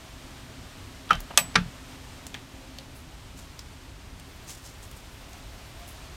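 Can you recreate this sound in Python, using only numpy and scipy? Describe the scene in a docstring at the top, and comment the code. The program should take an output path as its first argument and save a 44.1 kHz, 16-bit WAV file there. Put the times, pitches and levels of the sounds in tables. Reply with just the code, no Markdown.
"""A metal latch on a wooden shed door is opened close by: lever, catch and bar strike as noise clacks plus decaying sines.
The lever knocks up against its stop, the catch drops back with a thin ring, the bar clacks free and shakes the door.
Half-sine pushes thud the boards; the door ticks as it swings open, and light rustles of enveloped noise follow.
Outdoors, a steady light wind (shaped noise), a faint drone and fainter tones (narrow noise bands) lie behind."""
import sys
import numpy as np
from scipy import signal
from scipy.fft import rfft, irfft, next_fast_len
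from scipy.io import wavfile

SR = 44100
rng = np.random.default_rng(int(sys.argv[2]) if len(sys.argv) > 2 else 0)


def to_wav(s):
    """Save 16-bit WAV."""
    ch = np.atleast_2d(s).T  # columns
    pcm = np.round(np.clip(ch, -1, 1) * 32767)  # PCM
    wavfile.write(sys.argv[1], SR, pcm.astype(np.int16))


N = 271639
TIME_S = np.arange(N) / SR
AGE_S = TIME_S[:SR // 2]   # time since a contact

# Contacts of each metal part. Each row: start in seconds, strength in dB.
LEVER_HITS = [(1.0985, -25), (1.1062, -1.5), (1.1160, -12.5)]
CATCH_HITS = [(1.3745, 2.5), (1.3776, -5), (1.3990, -26)]
BAR_HITS = [(1.5425, -30), (1.5548, -3), (1.5572, 1.5), (1.5630, -9.5)]
# Ringing modes of each part. Each row: frequency in Hz, relative level in dB, t60 in seconds.
LEVER_MODES = [(807, -7.5, 0.094), (1230, 1, 0.048), (1437, -21, 0.14), (1520, -9, 0.081),
               (1660, -26, 0.11), (2280, -11, 0.097), (2510, -21, 0.2), (3090, -9.5, 0.2)]
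CATCH_MODES = [(590, -17, 0.13), (823, -14, 0.16), (1186, 1, 0.084), (1710, -6, 0.087), (1916, -3, 0.1),
               (2410, -11, 0.16), (2556, 3, 0.08), (3190, -3, 0.089), (3270, -6, 0.086), (3800, -7, 0.11),
               (4460, -16, 0.12), (4867, -13, 0.073), (5500, -17, 0.21), (6260, 0, 0.074),
               (6500, -8, 0.072), (6700, -24, 0.17)]
BAR_MODES = [(1185, 2, 0.07), (1230, -10, 0.079), (1342, 0, 0.078), (1620, -4, 0.08), (1860, -20, 0.14),
             (2150, -12, 0.093), (2470, -9, 0.1), (3100, -16, 0.1), (3460, -23, 0.16), (3660, -22, 0.18),
             (4030, -20, 0.13), (4328, -18, 0.097), (5300, -29, 0.17), (6030, -13, 0.077)]
# The lever's heavily damped main resonance. Each row: frequency in Hz, relative level in dB, t60 in seconds.
LEVER_KNOCK_MODES = [(1287, 3, 0.025), (1420, -8, 0.03)]
# High ring of the catch's thin steel. Each row: frequency in Hz, relative level in dB, t60 in seconds.
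STEEL_MODES = [(7915, -27.5, 0.27), (8360, -37, .083), (9100, -28, 0.09), (11900, -41, .14)]
# The catch's spring pings as it seats. Each row: frequency in Hz, level in dB, t60 in seconds.
SPRING_MODES = [(14150, -24, 0.12), (13210, -41, .1)]
# Colour of each part's clack. Each row: frequency in Hz, relative density in dB per Hz.
LEVER_CLACK = [(300, -10), (700, -14), (1000, -7), (1400, 5), (2000, -2.5), (3100, -0.5), (4200, -10.5),
               (5800, -14.5), (7500, -27), (12000, -26), (16000, -46)]
CATCH_CLACK = [(180, -53), (300, -25), (946, -18), (1170, -6), (1530, -19), (2570, 4), (2880, -8),
               (3460, 0), (4670, -10), (5080, 7), (7440, -11.5), (9390, -0.5), (10200, -17), (11100, -6.5),
               (16000, -54)]
BAR_CLACK = [(250, -14), (750, -7.5), (1050, -12), (1250, -4), (2000, 4), (2900, -5), (3200, -13),
             (3800, -2), (4800, -6), (6300, -14), (7500, -24), (8900, -18), (10500, -39), (16000, -52)]
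# Colour of the wood's after-sound. Each row: frequency in Hz, relative density in dB per Hz.
LEVER_TAIL = [(120, -43), (200, -3), (465, -9), (623, -1), (1020, -4), (1210, 4), (1980, -6), (3070, -2),
              (3760, -30), (5730, -22), (7140, -39), (9400, -41), (16000, -51)]
CATCH_TAIL = [(120, -41), (200, -17), (448, -13), (612, 3), (1400, -5), (2510, -0.5), (3620, -7),
              (6280, -7), (6880, -20), (8120, -6), (12400, -21), (14600, -15), (16000, -44)]
BAR_TAIL = [(120, -42), (200, 3.5), (278, -28.5), (440, -17), (482, -27), (696, -22), (791, -30),
            (851, -18), (1080, -29), (1370, -15.5), (2910, -24.5), (4350, -31), (16000, -66)]
# The catch rubs in its housing. Each row: start in seconds, level in dB, length in seconds.
SCRAPES = [(1.304, -36, 0.018), (1.335, -40, 0.0097)]
# Colour of that rub. Each row: frequency in Hz, relative density in dB per Hz.
SCRAPE_COLOUR = [(200, -5), (700, 2), (1000, 0), (1400, -1), (2200, -10), (2900, -4), (3800, -25),
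                 (8000, -38), (16000, -47)]
# Door boards. Each row: frequency in Hz, relative level in dB, t60 in seconds.
DOOR_MODES = [(36, -12.5, 0.26), (76.5, -11, 0.11), (124, -3, .11), (176, 1.5, 0.15), (227, -5.5, 0.18),
              (290, -10.5, 0.1)]
# The latch jolts the door, which rocks in its frame. Each row: start in seconds, level in dB,
# first contact time in seconds, loss per rebound in dB (negative: louder).
DOOR_JOLTS = [(1.118, -33, .001, 12), (1.144, -18.5, 0.0083, 3), (1.385, -37.5, 0.0027, -2),
              (1.5564, -24.5, .0017, 0), (1.653, -26.5, 0.0058, 8)]
# Small ticks of latch and hinges. Each row: start in seconds, level in dB, resonance in Hz.
TICKS = [(1.0919, -35.5, 3000), (1.1302, -25.5, 3170), (1.1530, -41, 5000), (1.2040, -31, 14100),
         (2.267, -32.5, 7500), (2.3428, -30, 3200), (2.3474, -32.5, 1840), (2.7857, -34.5, 4080),
         (3.5915, -33.5, 5300), (4.1975, -43, 8000), (4.9136, -40, 12500), (5.332, -44, 6400)]
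# Clearest rustles. Each row: crest in seconds, level in dB, rise time in seconds, centre in Hz.
RUSTLES = [(2.966, -54, .015, 10900), (3.385, -50, 0.017, 6850), (4.499, -41.5, 0.022, 6660),
           (4.66, -46.5, .018, 6400), (4.833, -46, 0.0064, 7460), (4.971, -47, 0.0058, 7850),
           (5.888, -47.5, .015, 11000)]
# Faint far tones. Each row: middle in seconds, level in dB, half length in seconds, frequency in Hz.
FAR_TONES = [(2.7, -60.5, 0.29, 538), (5.35, -59.5, 0.11, 695), (5.83, -58, .08, 695)]
# Colour of wind in the trees. Each row: frequency in Hz, relative density in dB per Hz.
AIR_COLOUR = [(240, -26), (400, -3), (460, -9.5), (538, -3.5), (609, -4), (648, -1), (690, -3.5),
              (1000, -4.5), (1650, -7), (3170, -8), (9280, -17), (10300, -23.5), (12300, -21.5),
              (15300, -27.5), (16500, -43)]
# Wind hiss, before the lift in wind(). Each row: time in seconds, level in dB.
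AIR_LEVEL = [(0.0, -49.5), (1.75, -49), (2.99, -51.5), (3.96, -52), (6.1, -49)]
# Colour of the far rumble. Each row: frequency in Hz, relative density in dB per Hz.
RUMBLE_COLOUR = [(12, -37), (20, -7.5), (41, 0.5), (59, 2), (124, -4), (193, -12), (217, -12), (257, -15.5),
                 (338, -14), (450, -22), (580, -25), (990, -120)]

# Each rebound stays in contact longer and leaves a longer gap.
ROCK_GAP_S, ROCK_GAP_RATIO, ROCK_CONTACT_RATIO = 0.0226, 1.197, 1.5
# Tick at the reference pitch; higher ticks are shorter and more broadband.
TICK_HZ, TICK_DECAY_S, TICK_SKIRT_DB = 4000, 0.0026, -9.5
TICK_WIDTH_RATIO, TICK_SHORTENING_POWER, TICK_SKIRT_DB_PER_OCTAVE = 0.52, 0.4, 8
RUSTLE_RELEASE_RATIO, RUSTLE_WIDTH_HZ, RUSTLE_SKIRT_DB = 2.3, 4500, -3.5   # release time over rise time
STIR_FROM_S, STIR_TO_S, STIR_DB, STIR_HZ, STIR_WIDTH_HZ = 4.25, 5.95, -68.5, 12000, 7400
DRONE_SHUT_DB, DRONE_OPEN_DB, DRONE_FADE_FROM_S, DRONE_FADE_TO_S = -53.5, -60.5, 2.2, 4.16
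SKIRT_CORNER_RATIO = 0.96   # skirt of a tick or rustle falls away around this multiple of its pitch


def lever(knock_rise_s=0.0023):
    """A damped resonance swells over a few cycles into a hollow knock, with clack, ring and wood."""
    knock = ring(LEVER_KNOCK_MODES) * (1 - np.exp(-(AGE_S / knock_rise_s) ** 2))
    crack = from_db(-17.0) * clack(LEVER_CLACK, rise_s=0.00054, length_s=0.0074)
    metal = from_db(-18.0) * ring(LEVER_MODES)
    wood = from_db(-20.5) * after_sound(LEVER_TAIL, t60_s=0.16)
    return play(LEVER_HITS, knock + crack + metal + wood)


def scrapes(grain_db=3):
    """Short gritty rubs as the catch lifts: noise bursts with fast random level."""
    out = np.zeros(N)
    for start_s, db, length_s in SCRAPES:
        add(out, start_s, from_db(db) * clack(SCRAPE_COLOUR, rise_s=0.0024, length_s=length_s))
    return out * from_db(grain_db * drift(rate_hz=500))


def catch(seat_s=1.3818):
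    """The brightest blow; its light steel goes on ringing and its spring pings."""
    crack = from_db(-6.5) * chatter(CATCH_HITS, CATCH_CLACK, rise_s=0.0002, length_s=0.003)
    metal = from_db(-23.5) * ring(CATCH_MODES) + ring(STEEL_MODES)
    wood = from_db(-18.5) * after_sound(CATCH_TAIL, t60_s=0.11)
    # the first contact sets steel and wood ringing, the rebounds only crack
    body = play(CATCH_HITS[:1], metal + wood)
    spring = play([(seat_s, 0)], ring(SPRING_MODES))
    return crack + body + spring


def bar(release_s=1.5572):
    """The heavy bar slips off its keeper with a longer, darker clack, and rings once it is free."""
    crack = from_db(-7.5) * chatter(BAR_HITS, BAR_CLACK, rise_s=0.00063, length_s=0.0036)
    metal = from_db(-18.5) * ring(BAR_MODES)
    wood = from_db(-18.0) * after_sound(BAR_TAIL, t60_s=0.15)
    return crack + play([(release_s, 0)], metal + wood)


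def door(pushes=3):
    """Each jolt is a run of half-sine pushes on the boards; the longer the contact, the deeper the thud."""
    out = np.zeros(N)
    boards = ring(DOOR_MODES)
    for start_s, db, first_contact_s, loss_db in DOOR_JOLTS:
        for k in range(pushes):
            contact_s = first_contact_s * ROCK_CONTACT_RATIO ** k
            force = np.sin(np.pi * AGE_S[AGE_S < contact_s] / contact_s)
            thud = signal.fftconvolve(boards, force / force.sum())
            add(out, start_s, from_db(db - k * loss_db) * thud)
            start_s += ROCK_GAP_S * ROCK_GAP_RATIO ** k
    return out


def ticks(echo_db=-16, echo_t60_s=0.2):
    """Each slip excites one broad resonance and a faint echo; the higher its pitch, the sooner both die."""
    out = np.zeros(N)
    for start_s, db, hz in TICKS:
        age_s = AGE_S * (hz / TICK_HZ) ** TICK_SHORTENING_POWER   # clock runs faster for higher pitch
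        skirt_db = TICK_SKIRT_DB + TICK_SKIRT_DB_PER_OCTAVE * np.log2(hz / TICK_HZ)
        envelope = np.exp(-age_s / TICK_DECAY_S) + from_db(echo_db - 60 * age_s / echo_t60_s)
        grit = noise(scuff(hz, TICK_WIDTH_RATIO * hz, skirt_db), len(AGE_S))
        add(out, start_s, from_db(db) * envelope * grit)
    return out


def rustles(grain_db=3, patchy_db=3):
    """Grainy friction hiss swells quickly and dies more slowly, over a spell of faint random stirring."""
    stirring = (TIME_S > STIR_FROM_S) & (TIME_S < STIR_TO_S)
    stir_gain = from_db(STIR_DB + patchy_db * drift(rate_hz=14))
    out = stirring * stir_gain * noise(resonance(STIR_HZ, STIR_WIDTH_HZ), N)
    middle_s = AGE_S.mean()
    since_crest_s = AGE_S - middle_s
    for crest_s, db, rise_s, hz in RUSTLES:
        rise = (since_crest_s / rise_s) ** 2
        release = since_crest_s / (RUSTLE_RELEASE_RATIO * rise_s)
        envelope = np.exp(-np.where(since_crest_s < 0, rise, release))
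        hiss = noise(scuff(hz, RUSTLE_WIDTH_HZ, RUSTLE_SKIRT_DB), len(AGE_S))
        add(out, crest_s - middle_s, from_db(db) * envelope * hiss)
    return out * from_db(grain_db * drift(rate_hz=160))


def wind(lift_db=0.44, flutter_db=0.4, rumble_db=-46.65, buffet_db=0.5):
    """Smooth hiss over a lumpy rumble: two shaped noises, each with a slightly random level."""
    hiss_gain = level(AIR_LEVEL) * from_db(lift_db + flutter_db * drift(rate_hz=6.5))
    rumble_gain = from_db(rumble_db + buffet_db * drift(rate_hz=3.0))
    return hiss_gain * noise(shape(AIR_COLOUR), N) + rumble_gain * noise(shape(RUMBLE_COLOUR), N)


def drone(hz=262, width_hz=45):
    """A narrow, wavering low band of noise fades as the door opens."""
    fade = level([(DRONE_FADE_FROM_S, DRONE_SHUT_DB), (DRONE_FADE_TO_S, DRONE_OPEN_DB)])
    return fade * noise(resonance(hz, width_hz), N)


def far_tones(width_hz=17):
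    """Faint tones come and go: bell-shaped swells of noise in one narrow resonance each."""
    out = np.zeros(N)
    bell_middle_s = AGE_S.mean()
    for middle_s, db, half_s, hz in FAR_TONES:
        bell = np.exp(-((AGE_S - bell_middle_s) / half_s) ** 2)
        tone = noise(resonance(hz, width_hz), len(AGE_S))
        add(out, middle_s - bell_middle_s, from_db(db) * bell * tone)
    return out


def clack(colour, rise_s, length_s):
    """Metal chatters on metal: a dense noise burst of steady energy."""
    envelope = (1 - np.exp(-AGE_S / rise_s)) * np.exp(-(AGE_S / length_s) ** 2)
    burst = noise(shape(colour), len(AGE_S)) * envelope
    return burst * np.sqrt(np.sum(envelope ** 2) / np.sum(burst ** 2))


def chatter(hits, colour, rise_s, length_s):
    """Every contact makes a clack of its own."""
    out = np.zeros(N)
    for start_s, db in hits:
        add(out, start_s, from_db(db) * clack(colour, rise_s, length_s))
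    return out


def after_sound(colour, t60_s, late_db=-24, late_t60_s=0.52, late_hz=3500, build_s=0.0029):
    """Crowded modes of the wood die quickly; a duller echo from the walls lingers."""
    bright = shape(colour)
    wood = noise(bright, len(AGE_S)) * from_db(-60 * AGE_S / t60_s)
    dull_noise = noise(lambda f: bright(f) / np.hypot(1, f / late_hz), len(AGE_S))
    walls = dull_noise * from_db(late_db - 60 * AGE_S / late_t60_s)
    return (wood + walls) * (1 - np.exp(-AGE_S / build_s))


def ring(modes):
    """Free vibration: decaying sines, neighbours in opposite sign."""
    out = np.zeros(len(AGE_S))
    for k, (hz, db, t60_s) in enumerate(modes):
        out += (-1) ** k * from_db(db - 60 * AGE_S / t60_s) * np.sin(2 * np.pi * hz * AGE_S)
    return out


def play(hits, sound):
    """The same body struck at each contact."""
    out = np.zeros(N)
    for start_s, db in hits:
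        add(out, start_s, from_db(db) * sound)
    return out


def add(out, start_s, sound):
    """Mix a sound in at a time."""
    start = round(start_s * SR)
    out[start:start + len(sound)] += sound[:N - start]


def scuff(hz, width_hz, skirt_db):
    """Colour of a small contact: one resonance on a broad skirt that dulls above it."""
    def colour(f):
        skirt = from_db(skirt_db) / (1 + (f / (SKIRT_CORNER_RATIO * hz)) ** 2) ** 0.84
        return resonance(hz, width_hz)(f) + skirt
    return colour


def resonance(hz, width_hz):
    """Colour of one steep-sided resonance."""
    return lambda f: 1 / (1 + ((f * f - hz * hz) / (f * width_hz)) ** 2)


def shape(points):
    """Colour through (Hz, dB) points, straight over log frequency."""
    hz, db = np.transpose(points)
    return lambda f: from_db(np.interp(np.log(f), np.log(hz), db))


def noise(colour, size):
    """Unit-power noise whose relative gain at each frequency is colour(Hz)."""
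    padded = next_fast_len(size)
    white = rfft(rng.standard_normal(padded))
    gain = colour(np.linspace(1, SR / 2, len(white)))
    return rms_one(irfft(white * gain, padded)[:size])


def drift(rate_hz):
    """Low-passed random wander with spread 1."""
    return noise(lambda f: 1 / (1 + (f / rate_hz) ** 2), N)


def level(rows):
    """Gain over time from (s, dB) rows."""
    return from_db(np.interp(TIME_S, *np.transpose(rows)))


def rms_one(x):
    """Scale to unit power."""
    return x / np.sqrt(np.mean(x ** 2) + 1e-20)


def from_db(db):
    """Decibels to gain."""
    return 10 ** (np.asarray(db) / 20)


def scene():
    """Latch, door and outdoor air at one microphone."""
    latch = lever() + scrapes() + catch() + bar()
    outdoors = wind() + drone() + far_tones()
    return (latch + door() + ticks() + rustles() + outdoors)[None]


def record(dry, ceiling=0.92, cutoff_hz=16300):
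    """The highest peaks are rounded and the top is cut."""
    rounded = dry / (1 + (dry / ceiling) ** 4) ** 0.25
    low_pass = signal.ellip(10, 0.1, 80, cutoff_hz, fs=SR, output="sos")   # ripple and stopband in dB
    return signal.sosfilt(low_pass, rounded)


dry = scene()
out = record(dry)
to_wav(out)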